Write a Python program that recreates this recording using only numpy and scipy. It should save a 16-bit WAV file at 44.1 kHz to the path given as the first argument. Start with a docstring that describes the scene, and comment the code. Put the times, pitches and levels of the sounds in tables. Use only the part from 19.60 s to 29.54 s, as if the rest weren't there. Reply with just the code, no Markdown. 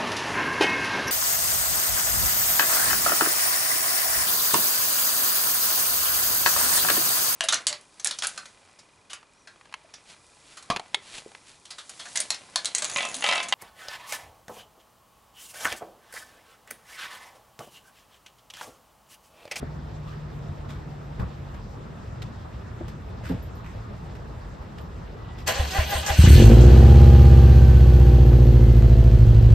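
"""A flat-four car starts from cold outdoors, heard from just behind its big tailpipe.
First the street rumbles and two far vehicles drone by, while knocks, scuffs and keys sound around the car.
At 5.5 s an actuator whines, then the starter grinds and clacks through four puffing compressions.
At 6.6 s the engine catches, flares and sinks towards a fast idle, with belt whines and a thin whistle.
Each firing rings the exhaust, and header pipes of unequal length make it throb."""
import sys
import numpy as np
from scipy import signal
from scipy.io import wavfile
from scipy.ndimage import uniform_filter1d

SR = 44100
rng = np.random.default_rng(int(sys.argv[2]) if len(sys.argv) > 2 else 0)


def digitize_waveform(pressure):
    """Quantize a signal to 16-bit integers and store it at the path in sys.argv[1].

    Rows of a 2-D input are taken as channels; values are limited to [-1, 1].
    """
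    field = np.atleast_2d(pressure).T
    bounded = np.clip(field, -1, 1)
    quanta = np.round(bounded * 32767).astype(np.int16)
    wavfile.write(sys.argv[1], SR, quanta)


N = 438354
TIME = np.arange(N) / SR
CATCH_S, SAG_FROM_S = 6.586, 7.398   # the engine first fires; its speed starts to sink
JOLT_S = 5.895   # the starter's small gear takes up the flywheel


# How hard the exhaust works. Each row: time in seconds, boom level in dB, bark level in dB.
EXHAUST_EFFORT = [(6.6, -9, -35.5), (6.64, -6.5, -25), (6.89, -7.5, -18.5), (7.45, -7, -21),
                  (8.18, -9.5, -27.5), (8.9, -11, -24.5), (9.86, -11, -30), (9.88, -9.5, -30)]
# Fuel that burns late and barks out. Each row: time in seconds, extra bark in dB.
LATE_BARKS = [(6.811, 9.5), (6.915, 7)]
# The notes at which pipe and silencer ring: cold, then the hot boom, then the higher bark.
# Each row: pitch in Hz, width in Hz, level in dB, sign (-1 flips the wave).
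COLD_PIPE_NOTES = [(70.5, 6.3, 5.5, 1), (102, 53, -9.5, -1), (174, 23.5, -12.5, 1)]
BOOM_NOTES = [(57.6, 15.84, 0.5, 1), (117.4, 9, -3, -1), (130.2, 14.3, -8, -1), (162, 53, -25, -1)]
BARK_NOTES = [(223.8, 11.5, 2, 1), (301.4, 15.8, -10, -1), (352.7, 21.3, -3.5, -1), (457.5, 37, -9, 1),
              (506, 68, -13, -1), (640, 120, -24, 1), (791, 36, -20.5, -1)]
def exhaust():
    """Each firing rings the pipe: a deep boom, a bark roughened by swirling gas, and a rush."""
    boom_db, bark_db = in_time(EXHAUST_EFFORT)
    bark_db = bark_db + sum(db * swell(s, spread_s=.012) for s, db in LATE_BARKS)
    times, pulse_db, front_db = firings(rough_db=.25, jitter_s=.00005)
    pulses = clicks(times, from_db(pulse_db))
    fronts = clicks(times, from_db(front_db))   # weak pulses still open with a steep front
    hot = fade(6.68, 6.79)   # the notes shift as hot gas fills the pipe
    boom = ring(pulses * (1 - hot), COLD_PIPE_NOTES) + cut(ring(pulses * hot, BOOM_NOTES), 41, "high")
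    blast = rms_one(np.abs(cut(pulses, 48, "low", order=1)))
    eddies = rms_one(blast * rng.standard_normal(N))
    bark = cut(ring(rms_one(fronts) + from_db(-20) * eddies, BARK_NOTES), 990, "low")
    running = (TIME >= CATCH_S) * 1.
    boom = from_db(boom_db + .5) * evened(boom, running)
    bark = from_db(bark_db - .06) * evened(bark, running)
    return driveway(boom + bark, echo_db=-11, t60=.11) + gas_rush(blast)


# The cylinders in firing order. Each row: lateness as a share of the gap between firings,
# boom strength in dB, bark strength in dB.
FIRING_ORDER = [(0.0775, -3.5, 4.5), (.064, 6, 1), (-.003, 4, 3), (-.139, 4.5, 0.5)]
def firings(rough_db, jitter_s):
    """Time, boom and bark of each firing: ragged at first, then a limping four-beat pattern."""
    rate = engine_speed()
    count = np.cumsum(rate * (TIME >= CATCH_S)) / SR
    number = np.arange(int(count[-1]) + 1)
    times = np.interp(number + 1e-6, count, TIME)
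    late, boom_db, bark_db = np.array(FIRING_ORDER)[number % len(FIRING_ORDER)].T
    settled = np.interp(times, [6.65, 7.05], [0, 1])
    chance = rng.standard_normal((len(times), 2)) * (1 + 5 * (1 - settled))[:, None]
    times = times + settled * late / np.interp(times, TIME, rate) + jitter_s * chance[:, 0]
    uneven_db = rough_db * chance[:, 1]
    return times, settled * boom_db + uneven_db, settled * bark_db + uneven_db


def engine_speed():
    """Firings per second: a quick flare, a steady sag, and one step down as the idle valve closes."""
    catch_hz, flare_hz, sag_hz_per_s, sag_until_s, step_hz = 14.93, 69.56, 7.945, 9.243, 4.27
    still_to_gain = (flare_hz - catch_hz) * die_away(CATCH_S, decay_s=.241)
    sag = sag_hz_per_s * np.clip(TIME - SAG_FROM_S, 0, sag_until_s - SAG_FROM_S)
    return flare_hz - still_to_gain - sag - step_hz * fade(9.52, 9.62)


# The tone of the rushing gas. 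Each row: frequency in Hz, relative level in dB.
RUSH_COLOUR = [(500, 9.5), (900, 3), (1400, -3.5), (2100, -7), (3000, -9), (4500, -13), (6000, -16.5),
               (8500, -19), (12500, -20), (15000, -31)]
def gas_rush(blast):
    """Gas hisses, swelling with each pulse, over the ringing engine; both settle after the flare."""
    hiss = from_db(1.8) * banded_noise(RUSH_COLOUR, flicker_db=.5) * (1.25 + .026 * blast)
    metal = from_db(-7) * block_ring()
    return (hiss + metal) * from_db(-47 + 12 * die_away(7.12, decay_s=1.36)) * fade(6.75, 6.9)


# The notes of the engine block. Each row: pitch in Hz, width in Hz, level in dB, sign.
BLOCK_NOTES = [(1514, 44, -2, 1), (1740, 32, -2.5, -1), (1974, 22, -7, 1), (2507, 57, -5.5, -1),
               (2720, 31, -3, 1), (2920, 49, -4, -1), (3186, 37, -4.5, 1), (3330, 58, -9.5, -1),
               (3950, 33, -5.5, 1), (4384, 120, -6.5, -1), (4770, 120, -19.5, 1), (6160, 140, -12, -1)]
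def block_ring():
    """Countless small contacts keep the engine's metal ringing."""
    metal = rms_one(ring(rng.standard_normal(N), BLOCK_NOTES))
    return driveway(metal, echo_db=-7.5, t60=.079)


# The starter squeezes air in one cylinder after another.
# Each row: time in seconds, puff level in dB, strain on the gears in dB.
SQUEEZES = [(5.994, -13.5, -27), (6.185, -11.5, -24), (6.349, -18, -26), (6.5, -16.5, -26.5)]
def cranking_puffs():
    """Each unfired cylinder sends a soft puff through the cold pipe."""
    times, db, _ = np.transpose(SQUEEZES)
    puffs = clicks(times, from_db(db))
    thuds = cut(ring(puffs, COLD_PIPE_NOTES) + .5 * resonate(puffs, hz=41, width_hz=27), 80, "low")
    return thuds / np.abs(thuds).max() * from_db(db.max())


# The notes of the gear case. Each row: pitch in Hz, width in Hz, level in dB, sign.
GEAR_CASE_NOTES = [(498, 42, 1.5, 1), (637, 85, 2.5, -1), (810, 60, 2, 1), (1040, 74, -3.5, -1),
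                   (1780, 450, -5, 1)]
# The tone of the grinding. Each row: frequency in Hz, relative level in dB.
GRIND_COLOUR = [(250, -9), (500, 0), (900, 0.5), (1700, -7), (2300, -2), (3500, -1.5), (5500, -8.5),
                (8000, -5.5), (12500, -10), (15000, -25)]
def starter():
    """Gear teeth strike their case over a gritty grind; each squeeze makes them louder and slower."""
    full_speed_hz, key_released_s = 423, 6.815
    jolt = swell(JOLT_S, spread_s=.02)
    strain = sum(from_db(db) * swell(s - .0027, spread_s=.035) for s, _, db in SQUEEZES)
    drag = .28 * sum(swell(s + .038, spread_s=.026) for s, _, _ in SQUEEZES)
    run_up = 1 - die_away(5.825, decay_s=.135)
    teeth_per_s = full_speed_hz * run_up * (1 - drag) * (1 + .03 * drift(60))
    teeth_passed = np.floor(np.cumsum(teeth_per_s) / SR)
    strikes = np.diff(teeth_passed, prepend=0) * from_db(4.6 * rng.standard_normal(N))
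    gear = rms_one(ring(strikes, GEAR_CASE_NOTES)) * from_db(-8.5) * (strain + from_db(-22) * jolt)
    grind = from_db(-1) * banded_noise(GRIND_COLOUR, flicker_db=3.5) + from_db(-6) * block_ring()
    grind = grind * from_db(.78 * drift(220))
    overrun = fade(6.48, 6.66)   # the engine begins to outrun the starter
    load = from_db(-35.5) + from_db(-27) * jolt + from_db(-10) * strain + from_db(-29.5) * overrun
    engaged = fade(5.86, 5.878) * die_away(key_released_s, decay_s=.082)
    return engaged * (load * grind + driveway(gear, echo_db=0, t60=.11))


# Clacks of the starter gear. Each row: start in seconds, level in dB, seconds to fade by 60 dB.
GEAR_CLACKS = [(5.876, -21, 0.11), (6.108, -30, .2), (6.306, -31, .2), (6.463, -27.5, .15),
               (6.587, -47, 0.58), (7.005, -34, .2)]
def clacks():
    """The starter gear rattles brightly as it bites at each squeeze, is outrun and draws back."""
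    loudness = sum(burst(s, db, t60) for s, db, t60 in GEAR_CLACKS)
    bright_colour = [(600, -13), (2000, 4), (8000, 11), (13000, -26), (15000, -16)]
    return loudness * banded_noise(bright_colour, flicker_db=4.5)


# Whines of the belt and the parts it drives. Each row: multiple of the firing rate,
# loudest moment in seconds, spread in seconds, level in dB.
BELT_WHINES = [(12, 7.56, 0.42, -36.5), (13, 8.45, 0.18, -43.5), (12, 9.4, 0.18, -42), (18, 7.5, 0.7, -50),
               (24, 8.09, 0.33, -50.5), (37, 9.1, 0.11, -54.5)]
def belt_whines():
    """Belt teeth and pulleys sing at multiples of engine speed, swelling as they pass resonances."""
    phase = 2 * np.pi * np.cumsum(engine_speed() * (1 + .0035 * drift(16))) / SR
    tones = sum(from_db(db) * swell(s, spread) * np.sin(multiple * phase)
                for multiple, s, spread, db in BELT_WHINES)
    return np.sqrt(2) * tones * (TIME > 7.2)


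# An electric whistle. Its one row: pitch in Hz, base level in dB.
THIN_WHISTLE = [(12182, -64.5)]
def electrics():
    """An actuator whines briefly once the ignition is on; a thin whistle comes when the engine runs."""
    whine = sum(from_db(db + 2 * drift(15)) * np.sin(2 * np.pi * hz * TIME)
                for hz, db in [(1958, -63), (2937, -73)])
    whine = whine * fade(5.54, 5.555) * (TIME < JOLT_S)
    (hz, db), = THIN_WHISTLE
    whistle = from_db(db + 4.5 + 2.5 * drift(25)) * sine(hz + 14 * drift(40))
    whistle = whistle * swell(8.45, spread_s=.98) * fade(CATCH_S, SAG_FROM_S)
    return np.sqrt(2) * (whine + whistle)


# Knocks on the car. Each row: start in seconds, level in dB, pitch in Hz,
# seconds to fade by 60 dB, rattle in dB compared with the note.
BODY_KNOCKS = [(.024, -22.5, 252, 0.059, 1), (.89, -26.5, 86.5, .2, -18), (1.592, -25, 140, 0.21, 3.5),
               (1.624, -22.5, 65, 0.18, -7), (3.206, -25.5, 338, 0.1, -2), (3.695, -17.5, 265, .15, -6.5),
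               (3.708, -18.5, 179, 0.14, -6), (3.735, -23, 117, 0.16, -8), (4.305, -35, 422, 0.094, 4.5)]
# The tone of a rattling panel. Each row: frequency in Hz, relative level in dB.
PANEL_COLOUR = [(60, 5), (150, 8.5), (300, -4.5), (480, -0.5), (900, -16), (1800, -16.5), (2600, -30),
                (8000, -56)]
def knocks():
    """Each dull knock rings one low note in the car body and rattles its panels."""
    rattle = cut(banded_noise(PANEL_COLOUR, flicker_db=3.5), 1340, "low")
    out = 0
    for s, db, hz, t60, rattle_db in BODY_KNOCKS:
        note = np.sin(2 * np.pi * hz * (TIME - s))
        out = out + burst(s, db, t60) * fade(s, s + .0062) * (note + from_db(rattle_db) * rattle)
    return out


# Scuffs and clicks. Each row: start in seconds, level in dB, decay in seconds, brightest frequency in Hz.
SCUFF_STROKES = [(.46, -51.5, .08, 3000), (1.085, -44, 0.046, 3520), (1.593, -45.5, 0.02, 1800),
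                 (1.94, -50, 0.02, 1900), (2.618, -38, 0.011, 4200), (3.278, -42.5, .02, 700),
                 (3.633, -41, 0.08, 1560), (4.029, -51, 0.11, 2000), (4.55, -46, 0.012, 2500),
                 (5.18, -46.5, .016, 3000), (5.779, -43, 0.031, 5030)]
# The tone of the grit. Each row: frequency in Hz, relative level in dB.
GRIT_COLOUR = [(300, -6), (1200, 2.5), (3500, -5), (6000, -13.5), (8500, -11.5), (14000, -22)]
def scuffs():
    """Short gritty scrapes around the car, each with a broad ring of its own."""
    grit = banded_noise(GRIT_COLOUR, flicker_db=1.5) * from_db(2.5 * drift(200))
    out = 0
    for s, db, decay_s, hz in SCUFF_STROKES:
        stroke = from_db(db) * fade(s, s + decay_s / 4) * die_away(s, decay_s)
        out = out + stroke * (grit + resonate(grit, hz, width_hz=670))
    return out


# Small keys clink. Each row: start in seconds, level in dB.
KEY_CLINKS = [(3.69, -56), (3.825, -53), (3.955, -62), (5.21, -62)]
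def keys():
    """Each clink is a thin, quickly dying shimmer."""
    shimmer = rng.standard_normal((2, N))
    for _ in range(2):
        shimmer = resonate(shimmer, hz=13000, width_hz=1300)
    return rms_one(shimmer) * sum(burst(s, db, t60=.17) for s, db in KEY_CLINKS)


# The tone of the street. Each row: frequency in Hz, relative level in dB.
STREET_COLOUR = [(15, -36), (25, -28), (54, 2.5), (150, -5), (176, -9.5), (256, -9.5), (285, -15.5),
                 (309, -14.5), (1240, -22), (2290, -34.5), (3910, -38), (7640, -47.5), (9710, -50.5),
                 (11700, -52.5), (14900, -64)]
# Far vehicles. Each row: start in seconds, end in seconds, starting pitch in Hz, level in dB.
FAR_VEHICLES = [(-.25, 2.05, 150.6, -42), (2.3, 4.5, 119.8, -45)]
def street():
    """Low outdoor rumble and the drone of far traffic, sinking in pitch as it passes."""
    sink_hz_per_s, fade_s = 4.2, .22
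    out = from_db(-37) * banded_noise(STREET_COLOUR, flicker_db=1.78)
    for start, end, hz, db in FAR_VEHICLES:
        pitch = hz - sink_hz_per_s * (TIME - start) + 1.75 * drift(4.2)
        passing = fade(start, start + fade_s) * (1 - fade(end - fade_s, end))
        out = out + np.sqrt(2) * passing * from_db(db + 2 * drift(7.1)) * sine(pitch)
    return out


def driveway(x, echo_db, t60):
    """Ground, underbody and walls scatter the mids and highs differently to each side."""
    age = TIME[:SR // 3]
    tails = rng.standard_normal((2, len(age))) * from_db(-60 * age / t60) * (age > .002)
    tails /= np.sqrt(np.sum(tails ** 2, axis=1, keepdims=True))
    echo = signal.fftconvolve(cut(x, 150, "high")[None], tails, axes=1)[:, :N]
    return x + from_db(echo_db) * echo


# How alike left and right are. Each row: frequency in Hz, likeness (1 same, 0 unrelated, -1 opposite).
STEREO_LIKENESS = [(100, 0.98), (300, 0.62), (600, 0.07), (1100, 0), (2200, 0.55), (4500, 0.6),
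                   (8000, -.45), (12500, 0.4)]
def banded_noise(colour, flicker_db):
    """Stereo noise of power 1 in half-octave bands, each with its own level, flicker and likeness."""
    out, edges = 0, 30 * 2 ** np.arange(0, 9.1, .5)
    white = rng.standard_normal((2, 2, N))
    for k, (low, high) in enumerate(zip(edges, edges[1:])):
        if high < colour[0][0]:
            continue
        hz = np.sqrt(low * high)
        mid, side = cut(white[k % 2], [low, high], "band")
        alike = at_hz(STEREO_LIKENESS, hz)
        gain = from_db(at_hz(colour, hz) + flicker_db * drift(11.4))
        out = out + gain * (np.sqrt(1 + alike) * mid + np.sqrt(1 - alike) * side * [[1], [-1]])
    return rms_one(out)


def from_db(db):
    """Turn decibels into a gain."""
    return 10 ** (np.asarray(db) / 20)


def rms_one(x):
    """Scale to an average power of 1."""
    return x / np.sqrt(np.mean(x ** 2) + 1e-20)


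def evened(x, running):
    """Hold the power near 1 over about two engine cycles while the engine runs."""
    power, share = (uniform_filter1d(v, size=7000) for v in (x * x * running, running))
    return x * np.sqrt(np.abs(share) / (np.abs(power) + 1e-6 * np.mean(x * x)))


def in_time(rows):
    """Join timed rows with straight lines, one curve for each column."""
    s, *columns = np.transpose(rows)
    return [np.interp(TIME, s, c) for c in columns]


def at_hz(points, hz):
    """Read between a table's frequencies, with octaves evenly spaced."""
    frequencies, values = np.transpose(points)
    return np.interp(np.log(hz), np.log(frequencies), values)


def fade(start, end):
    """Ramp from 0 to 1 between two moments."""
    return np.clip((TIME - start) / (end - start), 0, 1)


def swell(s, spread_s):
    """A bell-shaped rise and fall of height 1 around a moment."""
    return np.exp(-.5 * ((TIME - s) / spread_s) ** 2)


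def die_away(s, decay_s):
    """Stay at 1 until a moment, then fall to about a third every decay_s seconds."""
    return np.exp(-np.maximum(TIME - s, 0) / decay_s)


def burst(s, db, t60):
    """Jump from silence to a level, then lose 60 dB every t60 seconds."""
    return from_db(db - 60 * np.maximum(TIME - s, 0) / t60) * (TIME > s)


def drift(rate_hz):
    """A smooth random wobble, about 1 in size."""
    r = np.exp(-80 * np.pi * rate_hz / SR)
    slow = signal.lfilter([1], [1, -2 * r, r * r], rng.standard_normal(N // 40 + 2002))[2000:]
    return np.interp(np.arange(N) / 40, np.arange(len(slow)), rms_one(slow))


def sine(hz):
    """A pure tone that follows a changing pitch."""
    return np.sin(2 * np.pi * np.cumsum(hz) / SR)


def clicks(times, sizes):
    """Clicks one sample long."""
    out = np.zeros(N)
    np.add.at(out, np.clip(np.round(times * SR).astype(int), 0, N - 1), sizes)
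    return out


def cut(x, hz, kind, order=2):
    """Keep the lows, the highs or a band; "bandstop" removes a band."""
    return signal.sosfilt(signal.butter(order, hz, kind, fs=SR, output="sos"), x + 1e-18)


def resonate(x, hz, width_hz):
    """Ring at one note; the narrower it is, the longer it rings."""
    r = np.exp(-np.pi * width_hz / SR)
    feedback = [1, -2 * r * np.cos(2 * np.pi * hz / SR), r * r]
    return signal.lfilter(np.array([1, 0, -1]) * (1 - r * r) / 2, feedback, x + 1e-18)


def ring(x, notes):
    """Ring at several notes at once."""
    return sum(sign * from_db(db) * resonate(x, hz, width) for hz, width, db, sign in notes)


def scene():
    """The car in front, the street all round."""
    car = exhaust() + belt_whines() + cranking_puffs() + starter() + clacks() + electrics()
    return car + knocks() + scuffs() + keys() + street()


def record(dry):
    """The microphone's opening loses a band near 10 kHz; big swings are rounded off; the top is cut."""
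    cutoff_hz = 14500
    notched = cut(dry, [9050, 11150], "bandstop", order=3)
    rounded = notched / (1 + (np.abs(notched) / .97) ** 8) ** (1 / 8)
    return signal.sosfilt(signal.ellip(10, .1, 80, cutoff_hz, fs=SR, output="sos"), rounded)


dry = scene()
out = record(dry)
digitize_waveform(out)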